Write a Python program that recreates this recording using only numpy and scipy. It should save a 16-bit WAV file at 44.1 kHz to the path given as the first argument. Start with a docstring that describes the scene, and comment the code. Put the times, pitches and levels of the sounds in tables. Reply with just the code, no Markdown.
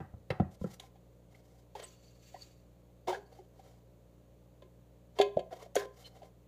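"""A small kitchen with a humming appliance: a deep metal bread pan bumps on the counter and is turned over.
Loose flour slides down its wall, the dough slips onto a hand, and fingers work it free with knocks and clunks.
Bumps, knocks and clicks are damped thuds, ringing modes and noise bursts; rubs and short tones are resonant noise.
Flour is dense grains through wall resonances plus hiss; the hum is steady partials over coloured noise.
Diffuse reflections follow all the handling."""
import sys
import numpy as np
from scipy import signal
from scipy.fft import rfft, irfft, next_fast_len
from scipy.io import wavfile

SR = 44100
rng = np.random.default_rng(int(sys.argv[2]) if len(sys.argv) > 2 else 0)


def unload_audio(sound):
    """Save the sound as a 16-bit wav file, at the path given as the first command line argument."""
    columns = np.transpose(np.atleast_2d(sound))
    # keep every value between -1 and 1, then stretch to whole-number steps
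    steps = np.round(np.clip(columns, -1, 1) * 32767)
    wavfile.write(sys.argv[1], SR, steps.astype(np.int16))


N = 285327
TIME = np.arange(N) / SR

# metal contact, body of the noise: f/Hz, relative density/dB
CLANK_SPECTRUM = [(350, -21), (900, -5), (1400, -3.5), (2000, -2), (3400, 0), (4500, -4.5), (5300, -15),
                  (7000, -13), (10000, -33)]
# metal contact, bright edge: f/Hz, relative density/dB
TICK_SPECTRUM = [(2000, -6), (4500, -19), (6700, 4), (8500, -8), (11000, -3.5), (15000, -18)]


def from_db(db):
    """Amplitude ratio of a level in dB."""
    return 10 ** (np.asarray(db) / 20)


def rms_one(x):
    """Scale to rms 1."""
    return x / np.sqrt(np.mean(x ** 2) + 1e-20)


def drift(points, size):
    """Random knots joined by straight lines, rms 1."""
    knots = rng.standard_normal(2000)
    return rms_one(np.interp(np.linspace(0, points, size), np.arange(2000), knots))


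def flutter(per_s, depth_db):
    """A randomly wandering gain, rms 1."""
    return rms_one(from_db(depth_db * drift(per_s * N / SR, N)))


def noise(spectrum, ripple_db=0, spacing_hz=75):
    """Steady noise of a given colour, rms 1; crowded resonances ripple its spectrum."""
    hz, level_db = np.transpose(spectrum)
    size = next_fast_len(N)
    bins_hz = np.maximum(np.fft.rfftfreq(size, 1 / SR), 1)
    ripple = ripple_db * np.clip(drift(SR / 2 / spacing_hz, len(bins_hz)), -2, 2)
    gain = from_db(np.interp(np.log(bins_hz), np.log(hz), level_db) + ripple)
    gain *= np.minimum(bins_hz / hz[0], 1) ** 2  # falls away below the lowest point
    white = rng.standard_normal(size)
    return rms_one(irfft(rfft(white) * gain, size)[:N])


def clicks(times_s, heights):
    """Single-sample impulses."""
    out = np.full(N, 1e-18)  # tiny offset keeps filters out of denormals
    index = np.clip(np.round(times_s * SR).astype(int), 0, N - 1)
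    np.add.at(out, index, heights)
    return out


def decay(times_s, level_db, t60_s, rise_s=0.00085):
    """An envelope that jumps up at each contact and dies away."""
    fall = np.exp(-np.log(1000) / (t60_s * SR))
    rise = np.exp(-1 / (rise_s * SR))
    poles = np.convolve([1, -fall], [1, -rise])
    return signal.lfilter([1 - rise], poles, clicks(times_s, from_db(level_db)))


def crack(times_s, level_db, spectrum, t60_s):
    """Countless short-lived high modes: a noise burst at each contact."""
    return decay(times_s, level_db, t60_s) * noise(spectrum, ripple_db=3.5)


def ring(times_s, level_db, modes, spread_db):
    """Each blow strikes every mode with its own strength; the shifting grip makes the ring uneven."""
    out = np.zeros(N)
    chance = rng.standard_normal((len(times_s), len(modes)))
    for k, (hz, mode_db, t60_s) in enumerate(modes):
        r = np.exp(-np.log(1000) / (t60_s * SR))
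        w = 2 * np.pi * hz / SR
        blows = clicks(times_s, from_db(level_db + mode_db + spread_db * chance[:, k]))
        mode = signal.lfilter([0, np.sin(w)], [1, -2 * r * np.cos(w), r * r], blows)
        grip = flutter(per_s=90, depth_db=2.5)
        out += (-1) ** k * grip * mode
    return out


def resonate(x, peaks):
    """Parallel resonances, rms 1."""
    out = np.zeros(N)
    for k, (hz, width_hz, level_db) in enumerate(peaks):
        r = np.exp(-np.pi * width_hz / SR)
        poles = [1, -2 * r * np.cos(2 * np.pi * hz / SR), r * r]
        gain = (-1) ** k * from_db(level_db) * (1 - r * r)
        out += gain * signal.lfilter([1, 0, -1], poles, x)
    return rms_one(out)


def thud(start_s, level_db, hz, swell_ms):
    """A heavily damped flexing: a few cycles that swell and die."""
    out = np.zeros(N)
    at = max(round(start_s * SR), 0)
    t = TIME[:min(SR // 8, N - at)]
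    age = t * 1000 / swell_ms
    swell = (age * np.exp(1 - age)) ** 2  # peaks at 1 after swell_ms
    out[at:at + len(t)] = from_db(level_db) * swell * np.sin(2 * np.pi * hz * t)
    return out


def grains(per_s, spread_db):
    """Random tiny contacts of uneven size, rms 1."""
    sizes = from_db(spread_db * np.clip(rng.standard_normal(N), -2, 2))
    signs = rng.choice([-1, 1], N)
    return rms_one(sizes * signs * (rng.random(N) < per_s / SR))


def stroke(start_s, end_s, edge):
    """Envelope of one stroke; it builds and fades over a share (edge) of its length."""
    edge_s = edge * max(end_s - start_s, 1 / SR)
    ramp = np.clip(np.minimum(TIME - start_s, end_s - TIME) / edge_s, 0, 1)
    return np.sqrt(ramp)


def background(air_db=-66):
    """A motor's hum, steady partials of random phase, over soft fan noise."""
    # appliance hum: f/Hz, rms level/dB
    partials = [(59.4, -65), (119.6, -65.5), (177.6, -70.5), (237.5, -80.5), (296.1, -74.5), (355.5, -83),
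                (421, -80), (479.5, -81.5), (538.3, -75), (599, -79.5)]
    # room air: f/Hz, relative density/dB
    air_spectrum = [(20, -18), (45, -3.5), (180, 1), (260, -9), (480, -3.5), (640, -7.5), (800, -13),
                    (1050, -17.5), (1400, -23.5), (2500, -26.5), (4300, -28), (5200, -34.5), (6700, -27.5),
                    (9000, -34.5), (15000, -31)]
    hum = np.zeros(N)
    for hz, level_db in partials:
        hum += from_db(level_db) * np.sqrt(2) * np.sin(2 * np.pi * (hz * TIME + rng.random()))
    return hum + from_db(air_db) * noise(air_spectrum)


def counter_bumps(boom_lag_s=0.0018, boom_ms=6.0, clack_ms=3.7, buzz_t60_s=0.3):
    """The foot clacks, the slab booms just after, the pan rocks back, the loose wire handle buzzes on."""
    # foot meets counter: t/s, boom/dB, boom f/Hz, clack/dB, clack f/Hz, rattle/dB, handle/dB
    bumps = [(0.002, -32, 155, -41, 434, -62, -49.5), (0.136, -39.5, 164, -53.5, 720, -83, -87),
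             (0.3028, -27, 123, -25.5, 514, -31.5, -43.5), (0.398, -20, 208.5, -24, 736, -50, -52),
             (0.6116, -31, 178, -47, 500, -82, -80), (0.6405, -28, 182, -30.5, 493, -74, -54.5)]
    # counter modes: f/Hz, relative level/dB, t60/s
    counter_modes = [(86, -8, 0.18), (159.4, -6.5, 0.09), (216, -18, 0.18), (328, -17.5, 0.11),
                     (516, -12.5, 0.051), (1020, -24, 0.066)]
    # wire handle resonances: f/Hz, width/Hz, relative level/dB
    handle_peaks = [(763, 60, 9.5), (1285, 140, -0.5), (1600, 140, -4.5), (1934, 89, -3), (2500, 130, -16),
                    (3030, 63, -24), (4140, 230, -48)]
    # rattle noise: f/Hz, relative density/dB
    rattle_spectrum = [(300, -5.5), (1200, -9), (2200, -4), (3200, -8), (4800, -20), (6000, -30.5),
                       (15000, -38)]
    # one rock back per bump, softer and lower
    rock_s, rock_loss_db, rock_pitch = 0.0185, 10, 0.737
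    # foot's overtone, level relative to the clack
    foot_hz, foot_db = 1324, -14.5

    s, boom_db, _, _, _, rattle_db, handle_db = np.transpose(bumps)
    out = ring(s + boom_lag_s, boom_db, counter_modes, spread_db=5.0)
    for start, low_db, low_hz, high_db, high_hz, _, _ in bumps:
        for at, loss_db, pitch in [(start, 0, 1), (start + rock_s, rock_loss_db, rock_pitch)]:
            out += thud(at + boom_lag_s, low_db - loss_db, low_hz * pitch, boom_ms)
            out += thud(at, high_db - loss_db, high_hz * pitch, clack_ms)
        out += thud(start + boom_lag_s, high_db + foot_db, foot_hz, clack_ms)
    buzz = decay(s, handle_db, buzz_t60_s) * resonate(rng.standard_normal(N), handle_peaks)
    return out + buzz + crack(s, rattle_db, rattle_spectrum, t60_s=0.049)


def rubbing():
    """Stick and slip shakes the hollow pan, with a rasp and a dry hiss that grows more slowly with pressure."""
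    # dough and fingers dragging on metal: start t/s, end t/s, rasp/dB, judder over rasp/dB
    rubs = [(0.508, 0.559, -72.5, 2.5), (0.594, 0.776, -68, -3), (0.783, 0.89, -70, 3),
            (1.305, 1.417, -75.5, 8), (1.422, 1.64, -80, 7), (1.751, 1.85, -55, 3),
            (3.071, 3.13, -48.5, 11.5), (3.12, 3.189, -56.5, 13.5), (3.295, 3.457, -72.5, 10.5),
            (3.52, 3.798, -77, 9.5), (5.152, 5.233, -58.5, 7), (5.507, 5.547, -64, 16.5),
            (5.523, 5.673, -66.5, 6.5), (5.747, 5.814, -52, -7), (5.804, 5.861, -57.5, 11.5),
            (5.929, 6.124, -70, 2.5), (6.114, 6.3, -73, 9.5)]
    # hollow of the pan: f/Hz, width/Hz, relative level/dB
    hollow_peaks = [(448, 57, 5.5), (618, 220, 2), (762, 21.7, 10.5), (957, 45, -5), (1640, 680, -20.5)]
    # rasp noise: f/Hz, relative density/dB
    rasp_spectrum = [(700, -12.5), (1600, 1), (2300, -2.5), (3900, -1.5), (5300, -4), (10000, -18)]
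    # dry hiss: f/Hz, relative density/dB
    hiss_spectrum = [(1500, -54), (4000, -1), (7000, 1.5), (9000, -7.5), (13000, -3), (15500, -10.5)]
    # hiss of a light stroke at 0 dB judder, and its rasp level
    light_hiss_db, light_rasp_db = -69.5, -70
    # hiss change in dB per dB of rasp, and loss per dB of judder
    hiss_follows, hiss_stick_loss = 0.33, 0.67

    judder = resonate(grains(per_s=380, spread_db=3.0), hollow_peaks)
    rasp = noise(rasp_spectrum, ripple_db=3.5)
    hiss = noise(hiss_spectrum, ripple_db=2.5)
    out = np.zeros(N)
    for start, end, rasp_db, stick_db in rubs:
        hiss_db = light_hiss_db + hiss_follows * (rasp_db - light_rasp_db) - hiss_stick_loss * stick_db
        drag = from_db(rasp_db) * (rasp + from_db(stick_db) * judder)
        out += stroke(start, end, edge=0.22) * (drag + from_db(hiss_db) * hiss)
    return out * flutter(per_s=70, depth_db=3.5)


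def short_tones(width_hz=130):
    """Short rough tones of narrow-band noise: squeaks, a click at 0.797 s, the pan's ring after the 5.76 s knock."""
    # short rough tones: t/s, length/s, level/dB, f/Hz
    tones = [(0.797, 0.0058, -38.5, 3610), (1.344, 0.013, -61, 2130), (1.832, 0.024, -47.5, 7990),
             (1.833, 0.028, -55.5, 2900), (1.837, 0.028, -61, 1960), (2.337, 0.044, -61.5, 1950),
             (3.13, 0.039, -44, 1615), (5.595, 0.036, -56, 1020), (5.761, 0.0141, -30.5, 1560),
             (5.771, 0.074, -45.5, 1610), (6.039, 0.037, -56, 3010), (6.043, 0.045, -56, 4150)]
    out = np.zeros(N)
    for s, length_s, level_db, hz in tones:
        tone = resonate(rng.standard_normal(N), [(hz, width_hz, 0)])
        out += from_db(level_db) * stroke(s, s + length_s, edge=0.89) * tone
    return out


def pan_knocks(bright_db=-3, clank_gain_db=1, tick_by_clank_db=-13, baffle_hz=220):
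    """The hand-damped wall thuds and rings low; hard contacts clank, tick and wake the high modes."""
    # blows on the pan: t/s, thud/dB, thud f/Hz, clank/dB (clank_gain_db is the shared clank level), low ring/dB
    knocks = [(0.7978, -52, 756, -54.5, -80), (0.835, -53, 780, -68, -85), (0.956, -57, 770, -71, -74),
              (1.7519, -36, 850, -52, -55.5), (1.799, -53, 700, -52, -71), (1.834, -66, 680, -58.5, -67),
              (2.343, -40, 740, -66, -57.5), (2.361, -51, 970, -82, -70), (3.0733, -34, 708, -50, -62),
              (3.0815, -29, 934, -57, -59), (3.1038, -31, 930, -53, -72), (3.127, -27.5, 792, -48, -65),
              (3.169, -46, 676, -77, -59.5), (3.388, -49, 788, -91, -65), (3.593, -51.5, 770, -73, -75),
              (4.621, -49.5, 566, -62, -68), (5.1871, -30.5, 714, -35, -36),
              (5.1994, -16, 687, -44.5, -34.5), (5.2075, -28.5, 717, -59, -65),
              (5.2127, -30.5, 746, -28.5, -50), (5.366, -30, 163, -64, -49), (5.3704, -15.5, 608, -61, -38),
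              (5.3918, -30, 625, -50.5, -68), (5.527, -36.5, 658, -58, -57), (5.660, -48.5, 670, -72, -61),
              (5.7548, -24, 692, -61, -66), (5.7627, -17.5, 520, -35.5, -40), (5.854, -38, 470, -67, -59),
              (6.165, -59, 695, -70, -72), (6.218, -46, 740, -67, -69), (6.229, -44.5, 600, -64.5, -72)]
    # pan modes: f/Hz, relative level/dB, t60/s
    pan_modes = [(368, 0, .22), (405, -1, .18), (518, -5, .22), (564, -7, .22), (736, -1, .18),
                 (1030, -2, .28), (1418, -18, .09), (1620, -14, .17), (1668, -10, .17), (2120, -12, .17),
                 (2290, -15, .1), (2548, -13, .16), (2757, -12, .13), (3065, -12, .11), (3263, -8, .115),
                 (3302, -14, .11), (3530, -10, .07), (3800, -16, .12), (4200, -16, .1), (4519, -13, .13),
                 (6600, -17, .09), (7010, -21, .1)]
    # dent under the blow: pitch ratio, swell ratio, relative level/dB
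    DENT = (1, 1, 0)
    # the dent, then a flex of the whole shell: pitch ratio, swell ratio, relative level/dB
    bends = [DENT, (0.55, 1.32, -18)]
    # swell time at firm_db; softer blows are slower, doubling per swell_doubles_db
    firm_db, firm_swell_ms, swell_doubles_db = -25, 3.19, 65

    s, _, _, clank_db, ring_db = np.transpose(knocks)
    low_modes, high_modes = np.split(np.array(pan_modes), [5])
    thuds = np.zeros(N)
    for start, thud_db, hz, _, _ in knocks:
        swell_ms = firm_swell_ms * 2 ** ((firm_db - thud_db) / swell_doubles_db)
        for pitch, slower, bend_db in bends:
            thuds += thud(start, thud_db + bend_db, hz * pitch, swell_ms * slower)
    clank = crack(s, clank_db + clank_gain_db, CLANK_SPECTRUM, t60_s=0.052)
    tick = crack(s, clank_db + tick_by_clank_db, TICK_SPECTRUM, t60_s=0.036)
    low_ring = ring(s, ring_db, low_modes, spread_db=9.0)
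    high_ring = ring(s, clank_db + bright_db, high_modes, spread_db=2.0)
    # thin open metal radiates little bass
    baffle = signal.butter(2, baffle_hz, "high", fs=SR, output="sos")
    return thuds + signal.sosfilt(baffle, clank + tick + low_ring + high_ring)


def rim_clicks(t60_s=0.045, clank_by_tick_db=-11):
    """Metal on metal: a bright tick with a little clank and no thud."""
    # clicks on the rim: t/s, tick/dB
    rim_contacts = [(0.7978, -51.5), (5.7542, -33)]
    s, tick_db = np.transpose(rim_contacts)
    tick = crack(s, tick_db, TICK_SPECTRUM, t60_s)
    return tick + crack(s, tick_db + clank_by_tick_db, CLANK_SPECTRUM, t60_s)


def flour(wall_db=-12, sift_db=-0.5, rise_db_per_s=166, fall_db_per_s=98):
    """Each slide gathers quickly and trickles out; fine grains wake the wall's flickering resonances."""
    # slides set off by a tilt or jolt: peak t/s, flow/dB
    slides = [(1.87, -64), (2.06, -71), (2.268, -65.5), (2.419, -64.5), (3.17, -75.5), (3.37, -84.5),
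              (3.64, -79)]
    # wall resonances: f/Hz, width/Hz, relative level/dB
    wall_peaks = [(2810, 27, -5), (3490, 86, -8), (4530, 110, 4), (4500, 160, 2), (6070, 47, -3),
                  (6100, 100, -4.5), (6640, 110, -3), (7450, 140, -12)]
    # sifting noise: f/Hz, relative density/dB
    sift_spectrum = [(1200, -6.5), (2700, 0.5), (4500, 1), (5200, -5.5), (7300, 3.5), (8800, -13),
                     (15000, -8)]

    flow = np.zeros(N)
    for s, level_db in slides:
        drop_db = np.maximum(rise_db_per_s * (s - TIME), fall_db_per_s * (TIME - s))
        flow += from_db(level_db - drop_db)
    patter = grains(per_s=3800, spread_db=8.0)
    wall = np.zeros(N)
    for hz, width_hz, level_db in wall_peaks:
        flicker = flutter(per_s=45, depth_db=7.0)
        wall += from_db(level_db) * flicker * resonate(patter, [(hz, width_hz, 0)])
    sift = noise(sift_spectrum, ripple_db=2.5) * flutter(per_s=90, depth_db=1.5)
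    return flow * (from_db(wall_db) * wall + from_db(sift_db) * sift)


def kitchen(x, wet_db, t60_s, treble_t60_s, treble_db, gap_s=0.0098, split_hz=2500):
    """Diffuse reflections as decaying noise after a gap; the treble dies sooner."""
    t = TIME[:SR // 2]
    low_pass = signal.butter(2, split_hz, fs=SR, output="sos")
    high_pass = signal.butter(2, split_hz, "high", fs=SR, output="sos")
    low = signal.sosfilt(low_pass, rng.standard_normal(len(t)))
    high = signal.sosfilt(high_pass, rng.standard_normal(len(t)))
    tail = low * np.exp(-np.log(1000) * t / t60_s)
    tail += from_db(treble_db) * high * np.exp(-np.log(1000) * t / treble_t60_s)
    tail *= (t > gap_s) * np.sqrt(2 * np.log(1000) / (t60_s * SR))
    return from_db(wet_db) * signal.fftconvolve(x, tail)[:N]


def scene():
    """Everything done to the pan sounds in the kitchen, over its hum."""
    handling = counter_bumps() + rubbing() + short_tones() + pan_knocks() + rim_clicks() + flour()
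    room = kitchen(handling, wet_db=-13.5, t60_s=0.35, treble_t60_s=0.25, treble_db=0.5)
    return (handling + room + background())[None]


def record(dry, cutoff_hz=15400):
    """A steep elliptic low-pass cuts the top."""
    return signal.sosfilt(signal.ellip(10, 0.2, 70, cutoff_hz, fs=SR, output="sos"), dry)


dry = scene()
out = record(dry)
unload_audio(out)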